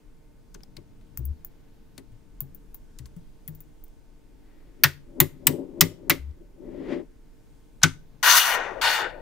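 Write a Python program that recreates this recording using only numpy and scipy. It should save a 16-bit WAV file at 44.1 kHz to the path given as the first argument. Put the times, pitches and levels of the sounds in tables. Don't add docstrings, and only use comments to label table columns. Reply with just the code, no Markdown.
import sys
import numpy as np
from scipy import signal
from scipy.io import wavfile

SR = 44100
rng = np.random.default_rng(int(sys.argv[2]) if len(sys.argv) > 2 else 0)


def boost(x):
    u = np.asarray(x, float) / 20
    return 10 ** u


def master(y):
    cut = np.clip(np.atleast_2d(y).T, -1, 1)
    pcm = np.round(cut * 32767)
    wavfile.write(sys.argv[1], SR, pcm.astype(np.int16))


N = 406161

# time in s, peak in dB, clack against top in dB,
# body against top in dB, left minus right in dB.
SNAPS = [
    (4.836, -4.5, -15, -5.5, 2.5),
    (5.202, -3.5, -23.5, -10, 1),
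    (5.469, -7.5, -7, -13.5, 6.5),
    (5.809, -4, -0.5, -7.5, 3),
    (6.097, -8.5, -6, 0, 3.5),
    (7.832, -23.5, 7, 7, 12),
]


def rms_one(x):
    return x / np.sqrt(np.mean(x ** 2) + 1e-20)


def in_time(tables, fade_s):
    t, rows = np.arange(N) / SR, np.vstack(tables)
    gate = 0
    for rows_of_one in tables:
        inside_s = np.minimum(t - rows_of_one[0][0], rows_of_one[-1][0] - t)
        gate = gate + np.clip(inside_s / fade_s + 1, 0, 1)
    return [np.minimum(gate, 1)] + [np.interp(t, rows[:, 0], column) for column in rows.T[1:]]


def at_hz(points, hz):
    points = np.array(points)
    return np.interp(np.log(hz), np.log(points[:, 0]), points[:, 1])


def band(x, low_hz, high_hz):
    sections = signal.butter(2, [low_hz, min(high_hz, .45 * SR)], "band", fs=SR, output="sos")
    return signal.sosfilt(sections, x)


def resonate(x, hz, width_hz):
    r = np.exp(-np.pi * width_hz / SR)
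    poles = [1, -2 * r * np.cos(2 * np.pi * hz / SR), r * r]
    return signal.lfilter([(1 - r * r) / 2, 0, (r * r - 1) / 2], poles, x)


def drift(rate):
    knots = rng.standard_normal(int(N / SR * rate) + 2)
    return np.interp(np.linspace(0, len(knots) - 1, N), np.arange(len(knots)), knots)


def grains(count, per_s, spread_db):
    moment, strength, sign = rng.random((3, count))
    size = boost(spread_db * np.minimum(-np.log(1 - strength), 3))
    return rms_one((moment < per_s / SR) * size * np.sign(sign - .5) + 1e-9)


def panned(x, pan_db):
    return x * boost(np.array([[.5], [-.5]]) * pan_db)


def add(out, s, x):
    i = round(s * SR)
    out[:, i:i + x.shape[1]] += x[:, :N - i]


def swells(rows):
    t = np.arange(N) / SR
    gain = 0
    for s, db, rise_s, fall_s in rows:
        gain = gain + boost(db - 10 * np.maximum((s - t) / rise_s, (t - s) / fall_s))
    return gain


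def bank(source, gain_db, alike, lean_db):
    out, edges = 0, 14 * 2 ** (np.arange(22) / 2)
    for k, (low, high) in enumerate(zip(edges, edges[1:])):
        hz = np.sqrt(low * high)
        likeness = np.clip(alike(hz), -1, 1)
        mid, side = band(source[k % 2], low, high)
        pair = np.sqrt(1 + likeness) * mid + np.sqrt(1 - likeness) * side * [[1], [-1]]
        out = out + panned(boost(gain_db(hz)) * pair, lean_db(hz))
    return out


def shudder(rise_s, t60, linger_db):
    t = np.arange(16384) / SR
    force = rng.standard_normal(16384) + .4 * rng.standard_normal((2, 16384))
    decay = boost(-60 * t / t60) + boost(linger_db - 17 * t / t60)
    return force * (1 - np.exp(-(t / rise_s) ** 2)) * decay


def room_tone():
    # frequency in Hz, level in dB.
    air_spectrum = [(8.8, -30), (15, -1), (35, -4), (59, -23.5), (142, -20), (201, -32), (247, -26.5),
                    (303, -15), (330, -28.5), (455, -31.5), (705, -37.5), (917, -42), (1260, -43),
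                    (1460, -44), (16000, -56.5)]
    # frequency in Hz, left-right likeness from 0 to 1.
    air_likeness = [(60, 0.63), (240, 0.12), (950, 0.36), (3770, 0.38), (15000, 0.69)]
    # frequency in Hz, left minus right in dB.
    air_lean = [(60, 0), (180, 7), (550, 2), (1650, -1.5), (4970, 1), (15000, 0.0)]
    # frequency in Hz, level in dB rms.
    hum_lines = [(301.5, -73), (452.2, -74), (904.4, -82.5), (1061, -88), (1513, -87), (1663, -113),
                 (2116, -91.5)]
    together = drift(3.)

    def gain_db(hz):
        return at_hz(air_spectrum, hz) + .6 * together + 1.0 * drift(3.6)

    air = bank(rng.standard_normal((2, 2, N)), gain_db,
               lambda hz: at_hz(air_likeness, hz), lambda hz: at_hz(air_lean, hz))
    hum = 0
    for hz, db in hum_lines:
        hum = hum + boost(db + 4.5) * np.sin(2 * np.pi * (hz * np.arange(N) / SR + rng.random()))
    return boost(-49.5) * rms_one(air) + panned(hum, 2.7)


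def room(x):
    # frequency in Hz, reverberation time in s.
    reverb_times = [(150, 0.8), (600, 0.13), (2000, 0.32), (6000, .26), (14000, .21)]
    t, tail = np.arange(16384) / SR, 0
    for hz in 100 * 2. ** np.arange(8):
        decay = boost(-60 * t / at_hz(reverb_times, hz)) * np.clip((t - .004) / 0.0058, 0, 1)
        tail = tail + band(rng.standard_normal((2, 16384)), hz / np.sqrt(2), hz * np.sqrt(2)) * decay
    tail = tail / np.sqrt(np.sum(tail ** 2) / 2)
    return signal.fftconvolve(x, tail, axes=1)[:, :N]


def table_top(force):
    # frequency in Hz, width in Hz, level in dB.
    top_modes = [(85, 27, -12.5), (172, 30, -10.5), (262.7, 16, 0.5), (335, 26, -0.5), (388.2, 31, -2),
                 (439, 68, -10), (577, 41, -8.5), (700, 90, -18.5), (860, 360, -20.5)]
    return sum((-1) ** k * boost(db) * resonate(force, hz, w) for k, (hz, w, db) in enumerate(top_modes))


def struck(hz, t60, rise_s):
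    t = np.arange(16384) / SR
    wave = np.sin(2 * np.pi * (hz * t + rng.random()))
    return (1 - np.exp(-(t / rise_s) ** 2)) * boost(-60 * t / t60) * wave


def knocks():
    # time in s, peak in dB, frequency in Hz, decay time t60 in s, upper modes in dB.
    blows = [(0.541, -51.5, 183, 0.24, 1.5), (0.77, -44, 134, 0.18, -4.5), (1.186, -32, 122, 0.18, -18.5),
             (1.973, -55.5, 131, 0.18, 9.5), (2.116, -48.5, 111, 0.33, -23),
             (2.414, -38.5, 136.6, 0.23, -14.5), (2.996, -39.5, 125, 0.21, -18),
             (3.162, -36.5, 170.4, 0.12, -17.5), (3.481, -38, 153.5, 0.3, -17.5),
             (4.846, -22.5, 140.3, 0.15, -12.5), (5.206, -18.5, 148, 0.14, -6),
             (5.476, -26.5, 147.6, 0.2, -5.5), (5.816, -19, 164.6, 0.15, -6),
             (6.096, -30.5, 153.2, 0.19, 5.5), (7.836, -17.5, 157, 0.15, -9)]
    out = np.zeros((2, N))
    for s, peak_db, hz, t60, upper_db in blows:
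        ring = struck(hz, t60, .005) + .3 * struck(hz * .62, t60 * 1.5, 0.017)
        upper = boost(upper_db + 22.5) * table_top(shudder(0.0048, t60 * .7, -42))
        add(out, s, panned(boost(peak_db + 5.0) * (ring + upper), 8.5))
    return out


def creaks():
    # time of top in s, level in dB, rise in s per 10 dB, fall in s per 10 dB.
    handling = [(0.7, -58.5, 0.5, 0.74), (1.33, -56, .5, 0.03), (1.97, -58, .5, .5), (2.46, -56, .2, 0.25),
                (3.13, -56.5, 0.2, .25), (4.8, -63.5, .35, 0.64), (5.41, -52.5, 0.14, 0.37),
                (6.1, -52.5, 0.2, .25), (6.8, -51.5, .16, 0.1), (7.45, -69, .6, 1), (7.85, -58, 0.2, 0.2),
                (8.72, -56, 0.25, 0.3), (9.08, -58.5, .3, 4)]
    creak = band(rng.standard_normal(N) + .4 * rng.standard_normal((2, N)), 70, 220)
    return panned(boost(-2.0) * swells(handling) * rms_one(creak), 6.5)


def rocking():
    # start in s, end in s, level at the end in dB.
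    spells = [
        (1.213, 1.315, -30),
        (3.037, 3.06, -45),
        (6.2, 6.306, -36),
    ]
    attack_db_per_s, growth_db_per_s, release_db_per_s = 450, 45, 600
    rock_hz, sag_hz, settle_s = 72.5, 7.4, 0.064
    start_s, end_s, end_db = np.transpose(spells)[:, :, None]
    since, left = np.arange(N) / SR - start_s, end_s - np.arange(N) / SR
    level_db = (end_db - growth_db_per_s * left + attack_db_per_s * np.minimum(since, 0)
                + release_db_per_s * np.minimum(left, 0))
    hz = rock_hz - sag_hz * np.exp(-(since / settle_s) ** 2).sum(axis=0)
    return panned(boost(level_db + 4.5).sum(axis=0) * np.sin(2 * np.pi * np.cumsum(hz) / SR), 7.0)


def table():
    out = knocks() + creaks() + rocking()
    lag = round(.0007 * SR)
    return np.array([np.pad(out[0], (lag, 0))[:N], out[1]])


def contacts(events, spread_s, late_db, late_s, per_s, gains_db, edges_hz, top_width_hz):
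    out, t = np.zeros((2, N)), np.arange(4096) / SR
    swell = np.minimum(t / 0.0005, 1) * (np.exp(-t / spread_s) + boost(late_db) * np.exp(-t / late_s))
    low_hz, mid_hz, high_hz, top_hz = edges_hz
    top_gain_db, clack_gain_db, body_gain_db = gains_db
    for s, peak_db, clack_db, body_db, pan_db in events:
        hits = grains(count=4096, per_s=per_s, spread_db=7.5)
        burst = swell * (hits + 0.4 * rng.standard_normal((2, 4096)))
        top = resonate(resonate(burst, top_hz, top_width_hz), top_hz, top_width_hz)
        clack = boost(clack_db + clack_gain_db) * band(burst, mid_hz, high_hz)
        body = boost(body_db + body_gain_db) * band(burst, low_hz, mid_hz)
        mix = boost(top_gain_db) * top + clack + body
        add(out, s - .0005, panned(boost(peak_db) * mix, pan_db))
    return out


def bar_rings(events, t60, gain_db, pan_db):
    out = np.zeros((2, N))
    for s, peak_db, low_hz, high_hz, high_db in events:
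        force = shudder(0.002, t60 * 0.62, -19)
        low = resonate(force, low_hz, 170) + 0.18 * band(force, 900, 4700)
        high = boost(high_db + 1.5) * resonate(shudder(.0007, t60 * .3, -36.5), high_hz, 700)
        add(out, s, panned(boost(peak_db + gain_db) * (low + high), pan_db))
    return out


def finger_ticks():
    # time in s, peak in dB, clack against top in dB, body against top in dB.
    tick_events = [(0.5435, -58, 12, -26), (0.6066, -73, 1, 17), (0.634, -60.5, 8, -2), (0.7663, -52, 7, 6),
                   (1.0123, -77, 11, 18.5), (1.174, -27.5, -7, -14.5), (1.2536, -36, -30, -39),
                   (1.4478, -34, -12, -17), (1.979, -64.5, 26.5, 23), (2.12, -72, 11.5, 12),
                   (2.4056, -26.5, -29, -29), (2.5477, -41, -15, -28), (2.745, -36, -12.5, -19),
                   (2.9877, -51, 11.5, -5), (3.0591, -57, 12.5, 7.5), (3.1643, -59, 7.5, 0),
                   (3.4779, -30, -23.5, -41.5), (3.55, -44, -10, -30), (3.6048, -38.5, -10, -15.5),
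                   (3.8392, -46.5, -21, -21), (3.8812, -61, -2, -15)]
    return contacts([(*row, 8.5) for row in tick_events], spread_s=0.00082, late_db=-13, late_s=0.0096,
                    per_s=12000, gains_db=(14., 6., 8.), edges_hz=(800, 5000, 13000, 15000), top_width_hz=5030)


def cube_rings():
    # time in s, peak in dB, low ring in Hz, high ring in Hz, high ring in dB.
    cube_events = [(0.545, -39.5, 1490, 6300, 2), (0.633, -48.5, 818, 4980, 4), (0.767, -43, 2200, 4210, 9),
                   (1.979, -40, 1970, 4440, 2.5), (2.405, -42.5, 1170, 6840, -7.5),
                   (2.744, -48.5, 953, 6680, -19), (2.989, -45.5, 1930, 3970, 2),
                   (3.056, -57.5, 1090, 4570, 16), (3.478, -41, 1800, 3600, -25)]
    return bar_rings(cube_events, .05, 11.7, 6.3)


def skid():
    # time in s, level in dB, dulling by loss of speed in dB.
    slides = [
        [(8.2295, -23, 6), (8.288, -17.5, 5), (8.322, -21, 0.5), (8.376, -20.5, -0.5), (8.406, -25, 0),
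         (8.556, -25.5, 15), (8.594, -30, 20), (8.734, -43.5, 30.5), (8.811, -50.5, 37)],
        [(8.814, -30.5, -0.5), (8.847, -23, 2.5), (8.953, -27, 4.5), (9.015, -28.5, 13.5), (9.067, -36.5, 21),
         (9.107, -46, 16.5), (9.143, -53.5, 32), (9.21, -58, 32.5)],
    ]
    # ring frequency in Hz, width in Hz, level in dB.
    slide_rings = [
        [(980, 96, -8.5), (1170, 21, -6), (1454, 140, -6.5), (1870, 45, -2), (2880, 60, -3.5), (3570, 57, -7.5), (4380, 76, -9.5), (6170, 42, -6.5), (7110, 160, -15)] + [(6040, 350, -0.5)],
        [(897, 90, -7), (1490, 48, 0.5), (1585, 13, -6), (1842, 99, -4), (2866, 56, -2.5), (3590, 65, -3), (4060, 42, -11), (4400, 120, -6), (5020, 42, -25.5)],
    ]
    # frequency in Hz, density in dB per Hz.
    slide_colour = [(120, -65.5), (200, -38), (259, -25.5), (659, -5.5), (899, -5), (1480, -1.5),
                    (3970, -4), (6050, -11), (6880, -16), (13300, -6.5), (16000, -12)]
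    # frequency in Hz, added left minus right in dB.
    slide_lean = [(300, -0.5), (700, 7), (1300, -6), (2400, -3), (5000, 3), (15000, -1)]
    gate, level_db, slowed_db = in_time(slides, 0.0015)
    second = np.arange(N) / SR > slides[0][-1][0]
    clack_db = -slowed_db
    top_db = second * -9 - slowed_db - 2.5 * np.maximum(slowed_db - 14, 0)
    low_db = -23 + second * 7 + 1.15 * slowed_db
    pan_db = 6.5 + 0.1958 * slowed_db
    chatter = np.reshape(grains(count=4 * N, per_s=7000, spread_db=3.5), (2, 2, N))
    ringing = np.zeros_like(chatter)
    for rows, rings in zip(slides, slide_rings):
        start = round((rows[0][0] - .005) * SR)
        ringing[..., start:] = sum(boost(db) * resonate(chatter[..., start:], hz, w) for hz, w, db in rings)

    def gain_db(hz):
        octave = np.log2(hz / 2000)
        dull_db = np.clip(octave, 0, 1) * (clack_db + 1)
        dull_db = dull_db + np.clip(octave - 1.6, 0, 1) * (top_db - clack_db + 2)
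        deep_db = np.clip(-octave - 1.1, 0, 1) * (low_db + 11)
        return at_hz(slide_colour, hz) + dull_db + deep_db + 2.1 * drift(30.)

    sound = bank(chatter + 3.4 * ringing, gain_db,
                 lambda hz: .85 if hz < 2000 else .65, lambda hz: at_hz(slide_lean, hz))
    sound = sound / np.std(band(sound, 610, 2620))
    out = gate * panned(boost(level_db - 1.5) * sound, pan_db)
    add(out, 8.98, boost(-33) * resonate(shudder(.05, 0.55, -58.5), 4400, 60))
    return out


def drag():
    # time in s, force as rumble in dB.
    pull_force = [(6.5, -69), (6.574, -57), (6.648, -42.5), (6.804, -36), (6.94, -30), (7.008, -35.5),
                  (7.084, -67.5), (7.15, -76.5)]
    # time of top in s, level in dB, rise in s per 10 dB, fall in s per 10 dB.
    jolts = [(4.7, -64, 0.45, .4), (4.86, -43, 0.03, 0.03), (5.225, -33, 0.0461, 0.03),
             (5.5, -30.5, 0.0266, .07), (5.61, -40, .1, .05), (5.84, -34, 0.08, 0.05),
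             (6.13, -35.5, 0.0648, 0.03), (6.42, -51, 0.03, 0.03)]
    creeps = [(4.49, -68, .07, 0.25), (4.88, -70, .1, 0.17), (5.3, -72, 0.03, 0.3), (5.84, -73, .1, .2),
              (6.18, -68, 0.07, 0.15), (6.93, -45.5, 0.0327, 0.013)]
    # frequency in Hz, density in dB per Hz.
    scratch_colour = [(410, -30.5), (700, -7), (1340, -8), (1580, -9), (2080, -10), (2420, -8),
                      (14000, -48)]
    gate, force_db = in_time([pull_force], .03)
    slips = grains(count=N, per_s=900, spread_db=4.5) + 0.65 * rng.standard_normal((2, N))
    rumble = rms_one(band(table_top(slips), 150, 630))
    rumble = rumble * boost(1.0 * drift(25.)) * (swells(jolts) + gate * boost(force_db))
    hiss = rng.standard_normal((2, 2, N))
    hiss = hiss + 1.5 * resonate(hiss, 1950, 230)
    scratch = rms_one(bank(hiss, lambda hz: at_hz(scratch_colour, hz), lambda hz: .8, lambda hz: 6.))
    pulled = gate * boost(-49.5 + 1.75 * (force_db - force_db.max()))
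    return panned(rumble, 9.8) + scratch * boost(1.2 * drift(11.0)) * (swells(creeps) + pulled)


def settling():
    out = np.zeros((2, N))
    for s, *_, pan_db in SNAPS:
        add(out, s, panned(boost(-39) * band(shudder(.006, .24, -60), 4500, 12000), pan_db))
    return out


def bar():
    # time in s, peak in dB, low ring in Hz, high ring in Hz, high ring in dB.
    shocks = [(4.8354, -6.5, 1870, 4650, -5.5), (5.2014, -16.5, 2002, 6900, 3.5),
              (5.4704, -21, 1950, 2880, 2.5), (5.8104, -14, 2074, 5190, -1.5),
              (6.101, -11.5, 2083, 5060, -14), (7.8327, -8, 1490, 6170, 0)]
    further_rings = [(4.838, -10.5, 1497, 5680, -3.5), (5.202, -19, 1100, 3580, -1),
                     (5.470, -23, 1000, 8000, 11), (5.809, -19.5, 1200, 3350, 6.5),
                     (6.099, -19, 1166, 2290, 2.5), (7.834, -12, 2150, 4000, -3)]
    edge_taps = [
        (6.309, -61, 1490, 4536, -3.5),
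        (7.816, -35.5, 1478, 3000, -17),
        (7.827, -27.5, 1461, 3180, -9.5),
    ]
    out = np.zeros((2, N))
    for rows, t60 in [(shocks, 0.089), (further_rings, .08), (edge_taps, .05)]:
        out += bar_rings(rows, t60, 14.72, 1.4)
    return out


def snaps():
    return contacts(SNAPS, spread_s=.0038, late_db=-18, late_s=0.013, per_s=16000,
                    gains_db=(8.5, 6.5, 3.5), edges_hz=(800, 3000, 9000, 13400), top_width_hz=4800)


def scene():
    near = table() + finger_ticks() + cube_rings() + skid() + drag() + bar() + snaps()
    return near + settling() + boost(-25.5) * room(near) + room_tone()


def roll_off(x):
    return signal.sosfilt(signal.butter(12, 16480, fs=SR, output="sos"), x)


def record(dry):
    x = dry - .35 * resonate(dry, 12500, 2200) + .3 * resonate(dry, 15200, 1500)
    x = signal.sosfilt(signal.cheby2(16, 60, 16200, fs=SR, output="sos"), x)
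    return roll_off(np.clip(x, -1, 1))


dry = scene()
out = record(dry)
master(out)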